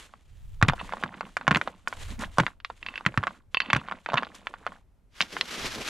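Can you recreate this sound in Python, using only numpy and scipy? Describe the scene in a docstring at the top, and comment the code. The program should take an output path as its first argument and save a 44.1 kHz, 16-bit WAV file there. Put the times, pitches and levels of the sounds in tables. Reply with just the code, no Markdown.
"""A gravel bank in open air: a person in waders drops and stacks river cobbles, a few metres from the microphone.
Stones clack as struck, dying resonances, heavy ones thud as sinking tones, and a flat slab clinks in its own modes.
Pebbles shift underfoot as showers of small resonant ticks; waders swish as coloured noise in strokes.
Light wind buffets the microphone as low noise, and at the end a tarp is dragged taut with a rising hiss."""
import sys
import numpy as np
from scipy import signal
from scipy.fft import rfft, irfft, next_fast_len
from scipy.io import wavfile

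SR = 44100
rng = np.random.default_rng(int(sys.argv[2]) if len(sys.argv) > 2 else 0)


def store_wav(level_fs):
    """Save 16-bit WAV to argv[1]."""
    pcm = np.round(np.clip(np.atleast_2d(level_fs), -1, 1) * 32767)
    wavfile.write(sys.argv[1], SR, pcm.T.astype(np.int16))


N = 259729
HIT = 4096   # samples in one hit
AGE = np.arange(HIT) / SR   # seconds since the hit began


def from_db(db):
    """Decibels to gain."""
    return 10 ** (np.asarray(db) / 20)


def rms_one(x):
    """Scale to rms 1."""
    return x / np.sqrt(np.mean(x ** 2) + 1e-20)


def unit_hit(x):
    """Scale to the energy of one millisecond at rms 1."""
    return x / np.sqrt(np.sum(x ** 2) * 1000 / SR + 1e-20)


def cut(x, hz, kind, order=2):
    """Butterworth filter."""
    sos = signal.butter(order, np.minimum(hz, .45 * SR), kind, fs=SR, output="sos")
    return signal.sosfilt(sos, x + 1e-18)


def resonate(x, hz, width_hz):
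    """One resonance, gain about 1 on top."""
    r = np.exp(-np.pi * width_hz / SR)
    zeros = np.array([1, 0, -1]) * (1 - r * r) / 2
    poles = [1, -2 * r * np.cos(2 * np.pi * hz / SR), r * r]
    return signal.lfilter(zeros, poles, x + 1e-18)


def fade(t60):
    """Exponential decay over the length of a hit, 60 dB in t60 seconds."""
    return np.exp(-np.log(1000) * AGE / t60)


def mode(hz, t60):
    """A struck, dying sine."""
    return np.sin(2 * np.pi * hz * AGE) * fade(t60)


def drift(rate):
    """Smooth random curve of rms 1, with rate new values per second."""
    knots = rng.standard_normal(int(N / SR * rate) + 3)
    return rms_one(np.interp(np.arange(N) / SR * rate, np.arange(len(knots)), knots))


def coloured(x, spectrum):
    """Give a steady texture its spectrum, rolled off below the lowest point; rms 1."""
    size = next_fast_len(N)
    hz, db = np.transpose(spectrum)
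    freqs = np.arange(size // 2 + 1) * SR / size + 1
    low_rolloff = 1 + (hz[0] / 2 / freqs) ** 2
    gain = from_db(np.interp(np.log(freqs), np.log(hz), db)) / low_rolloff
    return rms_one(irfft(rfft(x, size) * gain, size)[..., :N])


def grains(per_s, spread_db):
    """Random clicks of uneven size."""
    happens = rng.random(N) < per_s / SR
    sign = rng.choice([-1, 1], N)
    return happens * sign * from_db(spread_db * np.minimum(rng.exponential(1, N), 4))


def stereo(mid, side, side_db):
    """Left and right from a shared and an opposed part."""
    return mid + from_db(side_db) * side * np.array([[1], [-1]])


def add(track, s, sound):
    """Mix a sound in at time s."""
    i = int(s * SR)
    track[i:i + len(sound)] += sound[:N - i]


def swells(rows, attack_s, release_t60, rise_db_per_s=0):
    """Gain of moves (start s, length s, dB): each swells up to its start, holds or rises, then dies away."""
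    power = np.zeros(N)
    for start, length, db in rows:
        # the swell-up comes before the start, as far as time zero allows
        t = np.arange(-min(attack_s, start), length + 1.5 * release_t60, 1 / SR)
        attack = np.clip(1 + t / attack_s, 0, 1) ** 2
        release = np.exp(-np.log(1000) * np.maximum(t - length, 0) / release_t60)
        level = from_db(db + rise_db_per_s * np.clip(t, 0, length))
        add(power, start + t[0], (attack * release * level) ** 2)
    return np.sqrt(power)


def contact(tail_t60):
    """One sharp blow, and the micro-bounces and scatter from the stones around it, of equal energy."""
    scatter = rng.standard_normal(HIT) * fade(tail_t60) * (1 - np.exp(-AGE / 0.00018))
    return signal.unit_impulse(HIT), scatter / np.linalg.norm(scatter)


def stone_ring(hz, octaves, t60):
    """Every stone has short modes of its own, strongest near the pitch hz."""
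    steps = octaves + rng.normal(0, .09, size=len(octaves))
    ring = 0
    for step in steps:
        ring = ring + rng.choice([-1, 1]) * from_db(-10 * step ** 2) * mode(hz * 2 ** step, t60)
    return unit_hit(ring)


# Stone knocking on stone, a few metres off.
# Each row: time in seconds, body level in dB over 1 ms relative to the other blows, colour in Hz.
COBBLES = [(0.138, -37.5, 1106), (0.615, -20, 1090), (0.6263, -4.5, 1580), (0.649, -26.5, 1320),
           (0.684, -21.5, 2030), (0.687, -9, 1912), (0.6975, -13, 1360), (0.7238, -29, 1000),
           (0.7346, -20, 860), (0.813, -26, 1000), (0.893, -31.5, 1280), (0.9239, -23.5, 1290),
           (0.9359, -20, 868), (0.9697, -31.5, 1190), (1.027, -27, 1015), (1.037, -15.5, 1440),
           (1.0616, -31.5, 1010), (1.1425, -35, 1670), (1.209, -20.5, 1297), (1.3685, -14.5, 1490),
           (1.412, -28, 1290), (1.4691, -26.5, 1450), (1.479, -6, 1470), (1.51, -10.5, 1432),
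           (1.5145, -12, 1550), (1.5267, -21, 1560), (1.5479, -12, 2060), (1.5589, -11.5, 2090),
           (1.5625, -19, 1280), (1.571, -16.5, 1370), (1.614, -15.5, 1590), (1.6752, -19, 950),
           (1.875, -17, 1530), (1.9271, -24, 1394), (2.2372, -25.5, 1320), (2.3735, -30, 970),
           (2.3844, -7, 1015), (2.393, -18.5, 1210), (2.3985, -12.5, 1050), (2.401, -12.5, 1840),
           (2.435, -26.5, 1200), (2.4659, -15, 1744), (2.48, -29, 1230), (2.701, -26, 966),
           (3.009, -31.5, 1070), (3.052, -28.5, 1560), (3.0637, -7.5, 1756), (3.1421, -31.5, 1270),
           (3.1756, -11, 1490), (3.23, -25, 1080), (3.237, -17.5, 1380), (3.251, -39, 1200),
           (3.27, -16, 1366), (3.277, -21, 1340), (3.308, -36.5, 1046), (3.7021, -16, 1730),
           (3.7319, -5.5, 1650), (3.7495, -16.5, 1960), (3.7612, -19, 1150), (3.765, -16, 1810),
           (3.8856, -26, 1350), (3.9129, -23.5, 1240), (3.922, -21, 1270), (4.0616, -20.5, 1670),
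           (4.0887, -21.5, 870), (4.101, -27.5, 1980), (4.1204, -25, 1030), (4.134, -18, 880),
           (4.1414, -12, 1060), (4.156, -21.5, 1190), (4.168, -27, 1380), (4.174, -16.5, 2010),
           (4.188, -22, 1340), (4.2245, -25.5, 850), (4.2324, -21, 1270), (4.269, -33.5, 1150),
           (4.4705, -20, 1810), (4.5396, -28, 1280), (4.666, -18, 1218), (4.6745, -26.5, 1410),
           (4.7208, -35.5, 1205), (5.2068, -9.5, 2277), (5.214, -13, 3395), (5.2234, -18, 3110),
           (5.3673, -20, 1525), (5.4115, -11, 2933)]


def cobbles(rise_cycles=0.49, tail_db=-4, ring_db=9, crack_db=-23, harder=0.75, ping_hz=3200, ping_db=-16):
    """Big stones meet softly and sound low, small ones high; the blow swells and dies within about two cycles."""
    out = np.zeros(N)
    for s, level_db, hz in COBBLES:
        press = AGE * hz / rise_cycles
        force = (press * np.exp(-press)) ** 2
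        pulse = unit_hit(force * np.sin(2 * np.pi * hz * AGE))

        blow, scatter = contact(tail_t60=0.028)
        tail = unit_hit(cut(resonate(scatter, hz, 0.96 * hz), 2.2 * hz, "low", order=3))
        own_modes = stone_ring(hz, np.linspace(-.8, 1, num=6), t60=.028)
        ring = unit_hit(own_modes * (1 - np.exp(-press / 2)))
        after = unit_hit(tail + from_db(ring_db) * ring)
        body = unit_hit(cut(pulse + from_db(tail_db) * after, 310, "high"))

        # at the height of the blow the rough faces crack, more so on hard blows, and wake the high modes
        edge = np.roll(blow, force.argmax())
        crack = unit_hit(cut(edge + scatter / 2, [3800, 7000], "band"))
        crack = crack * from_db(harder * (level_db + 13.5))
        high_modes = stone_ring(ping_hz, np.linspace(-.5, .5, num=4), t60=0.018)
        ping = unit_hit(resonate(high_modes, ping_hz, ping_hz / 2))

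        clack = body + from_db(crack_db) * crack + from_db(ping_db) * ping
        add(out, s - .0002, from_db(level_db) * clack)   # the swell begins 0.2 ms early
    return out


# Taps on the flat slab, heard beside the cobbles.
# Each row: time in seconds, level in dB over 1 ms, ring setting in dB (halved in gain against the click),
# pitch that the spot favours in Hz.
SLAB_TAPS = [(2.602, -42, -29, 2680), (2.6477, -22, -23, 2700), (2.8281, -28, 10, 2700),
             (2.8637, -23, 7, 2720), (2.886, -23.5, 13, 2740), (2.94, -33, 20, 1950), (2.957, -24, 9, 2720),
             (2.9776, -23, 7, 2700), (3.5457, -13.5, 6.5, 3430), (3.5708, -11, 26.5, 2690),
             (3.6029, -11.5, 1, 3170), (3.6178, -22.5, 17.5, 4570), (3.66, -33, 10, 3450),
             (3.705, -19, 18, 3500)]
# Bending modes of the slab. Each row: pitch in Hz, relative strength in dB, t60 in seconds (taps only).
SLAB_MODES = [(1068, 4, 0.016), (1910, 3, 0.015), (2682, 6.5, 0.024), (3050, -1, 0.036), (3460, -1, 0.011),
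              (4520, -9.5, 0.052), (6200, -15, .025)]


def slab(scrape_db=-16, favour_db=10):
    """The flat stone answers each tap with a click and its bending modes, then scrapes a little as it settles."""
    out = np.zeros(N)
    for s, level_db, ring_db, favoured_hz in SLAB_TAPS:
        click = unit_hit(cut(resonate(sum(contact(tail_t60=0.022)), 1300, 1900), 1100, "high"))
        # where the tap lands decides how strongly each mode answers; the grip shifts their pitch a little
        grip = np.exp(rng.normal(0, .008))
        ring = 0
        for k, (hz, db, t60) in enumerate(SLAB_MODES):
            nearness = np.exp(-(10 * np.log2(hz / favoured_hz)) ** 2)
            answer_db = favour_db * nearness + rng.normal(0, 1.7)
            ring = ring + from_db(db + answer_db) * mode(grip * hz, t60) * (-1) ** k
        scrape = unit_hit(cut(rng.standard_normal(HIT), [1500, 4300], "band") * fade(0.079))
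        tap = click + from_db(ring_db) * unit_hit(ring) / 2 + from_db(scrape_db) * scrape
        tap = cut(tap, 4570, "low", order=6)
        add(out, s, from_db(level_db) * unit_hit(tap))
    return out


# The slab grinding over other stones. Each row: start in seconds, length in seconds, level in dB.
SCRAPES = [(0.7, 0.0067, -38), (0.796, 0.0063, -36.5), (2.87, 0.124, -55.5), (3.61, 0.19, -49),
           (4.085, 0.025, -44), (4.177, 0.0036, -20.5)]
SCRAPE_ATTACK_S, SCRAPE_T60_S, SLIPS_PER_S = 0.0092, 0.043, 900


def scrapes(damped_width_hz=190):
    """Sliding, the slab sticks and slips; the tiny jerks ring its modes, damped by the contact."""
    slips = grains(SLIPS_PER_S, spread_db=1)
    ring = 0
    for k, (hz, db, _) in enumerate(SLAB_MODES):
        ring = ring + from_db(db) * (-1) ** k * resonate(slips, hz, damped_width_hz)
    grind = rms_one(cut(ring, 4600, "low", order=4))
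    return swells(SCRAPES, SCRAPE_ATTACK_S, SCRAPE_T60_S) * grind


# Heavy stones landing on the ground.
# Each row: time in seconds, relative level in dB, pitch in Hz that the knock sinks to.
THUDS = [(0.627, -13.5, 98.5), (0.685, -18, 126), (1.037, -32.5, 156.5), (1.48, -23, 126),
         (1.513, -17, 139.5), (1.561, -23.5, 146), (2.385, -20.5, 125), (2.403, -16.5, 126),
         (3.064, -25, 121), (3.177, -17.5, 100.4), (3.735, -24, 110.4), (3.762, -21.5, 119),
         (4.141, -29, 119), (5.208, -40.5, 150)]


def thuds(overshoot=0.85, knock_t60=0.07, settle_db=1, settle_t60=0.14):
    """The gravel bed yields under a heavy stone: a knock that sinks in pitch, then a dull, longer settling."""
    out = np.zeros(N)
    sag = 1 + overshoot * np.exp(-AGE / 0.0045)
    onset = 1 - np.exp(-AGE / 0.0007)
    for s, level_db, hz in THUDS:
        knock = np.sin(2 * np.pi * np.cumsum(hz * sag) / SR) * fade(knock_t60)
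        rumble = cut(rng.standard_normal(HIT), [0.46 * hz, 1.7 * hz], "band")
        settle = unit_hit(rumble * fade(settle_t60))
        add(out, s, from_db(level_db) * (2 * knock + from_db(settle_db) * settle) * onset)
    return out


# Sand crushed between stones. Each row: time in seconds, level in dB over 1 ms.
GRIT = [(0.6265, -30), (0.684, -26), (1.37, -35.5), (1.5144, -35.5), (1.57, -30.5), (1.882, -32),
        (2.193, -38.5), (2.3837, -27.5), (2.402, -31.5), (3.0617, -40), (3.176, -40.5), (3.731, -31),
        (3.765, -33.5), (4.351, -40.5), (5.213, -59)]


def grit(t60=0.03006):
    """Sand caught between two stones is crushed: a snap, then a short bright sizzle."""
    out = np.zeros(N)
    for s, level_db in GRIT:
        snap, sizzle = contact(t60)
        bright = cut(snap + sizzle, 4800, "high", order=4)
        add(out, s, from_db(level_db) * unit_hit(cut(bright, 6800, "low", order=3)))
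    return out


# A boot or a hand shoving the gravel. Each row: start in seconds, length in seconds, level in dB.
SHUFFLES = [(0.0, 0.18, -67), (0.76, 0.5, -49), (1.13, 0.041, -63), (1.41, 0.033, -51), (1.62, 0.1, -50.5),
            (1.76, 0.11, -69), (1.92, 0.08, -57), (2.1, 0.017, -44), (2.2, 0.036, -37), (2.82, 0.54, -55.5),
            (3.62, 0.34, -47), (4.1, 0.15, -43.5), (4.3, 0.46, -56)]
SHUFFLE_ATTACK_S, SHUFFLE_T60_S = 0.023, 0.19
# Spectrum of the pebbles. Each row: frequency in Hz, relative gain in dB.
GRAVEL_COLOUR = [(180, 8), (400, -11.5), (1100, -8.5), (2000, -14), (3500, -21)]
# every cobble blow stirs the pebbles: their level relative to the blow, and how soon they come to rest
STIR_DB, STIR_ATTACK_S, STIR_T60_S = -29.5, 0.0034, 0.18
PEBBLE_TICKS_PER_S, PEBBLE_SPREAD_DB = 70, 4.5   # for each size of pebble; how uneven the ticks are


def gravel():
    """Pebbles grind and tip over when shoved or jolted: dull, uneven little clacks from stones of many sizes."""
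    jolts = [(s + STIR_ATTACK_S, 0, level_db + STIR_DB) for s, level_db, _ in COBBLES]
    stirred = swells(jolts, STIR_ATTACK_S, STIR_T60_S)
    shoved = swells(SHUFFLES, SHUFFLE_ATTACK_S, SHUFFLE_T60_S)
    ticks = 0
    for hz in np.geomspace(200, 3600, num=18):
        touches = grains(PEBBLE_TICKS_PER_S, spread_db=PEBBLE_SPREAD_DB)
        clacks = resonate(resonate(touches, hz, .3 * hz), hz, .6 * hz)
        ticks = ticks + rms_one(clacks) * np.sqrt(hz)
    return np.hypot(stirred, shoved) * cut(coloured(ticks, GRAVEL_COLOUR), 5400, "low", order=4)


# Hollow tones of the pile. Each row: pitch in Hz, width in Hz, level in dB.
PILE_MODES = [(552, 208, -7), (1060, 170, -6), (1430, 110, -9)]


def pile(x):
    """The stones underneath take up each blow and add their hollow tones."""
    return x + sum(from_db(db) * resonate(x, hz, width) for hz, width, db in PILE_MODES)


def from_the_right(x, pan_db):
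    """The right port hears the stones louder and one sample earlier."""
    return np.array([np.roll(x, 1) * from_db(-pan_db / 2), x * from_db(pan_db / 2)])


def cloth(spectrum, crinkle_db):
    """Woven fabric sliding: a fine hiss of threads with small crease snaps, in uneven strokes."""
    snaps = rms_one(grains(250, spread_db=3.0))
    rub = rng.standard_normal((2, N)) + from_db(crinkle_db) * snaps * [[1], [0]]   # snaps in the shared part
    strokes = from_db(2 * drift(70) + 1.2 * drift(14))
    return stereo(*coloured(rub, spectrum), side_db=-8.5) * strokes


# The waders rubbing with each move of a leg.
# Each row: start in seconds, length in seconds, relative level in dB.
SWISHES = [(0.0, 0.04, -57.5), (0.76, 0.28, -68), (1.16, 0.25, -78), (1.54, 0.13, -64), (1.9, 0.11, -64),
           (2.0, 0.12, -57.5), (2.21, 0.015, -53.5), (2.32, 0.15, -66), (4.35, 0.017, -62)]
# Clothes rustling faintly between the moves.
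# Each row: start in seconds, length in seconds, relative level in dB.
FIDGETS = [(0.0, 2.3, -79), (2.653, 0.71, -75.5), (3.524, 1.258, -77)]
SWISH_ATTACK_S, SWISH_T60_S = 0.026, 0.18
# Spectrum of the fabric. Each row: frequency in Hz, relative gain in dB.
WADERS_COLOUR = [(450, 4.5), (3300, 5), (5200, -3.5), (7300, -1), (12000, -12), (15500, -45.5)]


def waders():
    """The legs swish past each other, over a faint rustle of clothes."""
    moves = swells(SWISHES + FIDGETS, SWISH_ATTACK_S, SWISH_T60_S)
    return from_db(9.0) * moves * cloth(WADERS_COLOUR, crinkle_db=-3.5)


# The tarp gathered in, then hauled. Each row: start in seconds, length in seconds, level in dB at the start.
PULLS = [(5.17, 0.035, -57.5), (5.21, 0.011, -46), (5.34, 0.036, -44), (5.5, 0.56, -40.5)]
PULL_ATTACK_S, PULL_T60_S = 0.093, 0.36
TIGHTEN_DB_PER_S = 13   # the sheet hisses louder the longer it is pulled
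# Folds of the tarp collapsing. Each row: start in seconds, length in seconds, level in dB.
CRUMPLES = [(5.34, 0.05, -46.5), (5.53, 0.073, -46), (5.62, 0.041, -41), (5.78, 0.027, -38.5)]
CRUMPLE_ATTACK_S, CRUMPLE_T60_S = 0.071, 0.16
# Spectrum of the sheet. Each row: frequency in Hz, relative gain in dB.
TARP_COLOUR = [(300, -2), (750, -7), (1300, -1), (3200, -2), (6000, -8), (8500, -16.5), (12000, -20.5),
               (15500, -43)]


def tarp():
    """The sheet hisses as it slides, louder as it tightens; its folds crumple low, in slow bunches."""
    pull = swells(PULLS, PULL_ATTACK_S, PULL_T60_S, TIGHTEN_DB_PER_S)
    crumple = swells(CRUMPLES, CRUMPLE_ATTACK_S, CRUMPLE_T60_S)
    folds = rms_one(cut(grains(500, spread_db=3.0), [130, 560], "band"))
    return pull * cloth(TARP_COLOUR, crinkle_db=-5.5) + crumple * folds


def bank(x, t60):
    """Open air: a faint scatter from the stony ground and the trees, different at each ear."""
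    age = np.arange(SR // 2) / SR
    envelope = np.exp(-np.log(1000) * age / t60) * (1 - np.exp(-age / 0.0036))
    echo = cut(rng.standard_normal((2, len(age))) * envelope, 4800, "low", order=1)
    echo = echo / np.sqrt(np.sum(echo ** 2) / 2)
    return signal.fftconvolve(x[None], echo, axes=1)[:, :N]


# Gusts on the microphone. Each row: start in seconds, length in seconds, relative level in dB.
GUSTS = [(0.38, 0.37, -42.5), (2.07, 0.11, -37), (5.68, 0.019, -44.5)]
GUST_ATTACK_S, GUST_T60_S = 0.19, 0.88
BREEZE_DB = -64.5   # relative, like the gusts
# Spectrum of the buffeting. Each row: frequency in Hz, relative gain in dB.
WIND_COLOUR = [(25, -1.5), (50, -9.5), (100, -11.5), (400, -64)]


def wind():
    """Lumpy low buffeting on the microphone ports: a light breeze with a few gusts."""
    lumps = from_db(2 * drift(18))
    strength = from_db(BREEZE_DB) + swells(GUSTS, GUST_ATTACK_S, GUST_T60_S)
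    buffeting = stereo(*coloured(rng.standard_normal((2, N)), WIND_COLOUR), side_db=-7.5)
    return from_db(-0.5) * strength * lumps * buffeting


# Spectrum of the still air. Each row: frequency in Hz, relative gain in dB.
AIR_COLOUR = [(40, 8), (300, -17), (1400, -30.5), (4500, -42), (12000, -45), (15500, -56)]


def still_air():
    """The still air of the valley: a faint, steady, mostly low noise."""
    hush = coloured(rng.standard_normal((2, N)), AIR_COLOUR)
    return from_db(-61.0) * stereo(*hush, side_db=-7.0)


def scene():
    """Stones and gravel a little to the right, thuds and grit in the middle, cloth, wind and still air."""
    stones = pile(from_db(-0.5) * cobbles() + slab() + scrapes() + gravel())
    near = from_the_right(stones, pan_db=2.0) + grit() + thuds()
    scatter = from_db(-25.5) * bank(stones, t60=0.085)
    return near + scatter + waders() + tarp() + wind() + still_air()


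CUTOFF_HZ = 16200


def record(dry):
    """The loudest peaks are rounded and the top is cut."""
    rounded = 1.2 * np.tanh(dry / 1.2)
    # the filter is 70 dB down from 600 Hz above the cutoff
    top_cut = signal.cheby2(12, 70, CUTOFF_HZ + 600, fs=SR, output="sos")
    return signal.sosfilt(top_cut, rounded)


dry = scene()
out = record(dry)
store_wav(out)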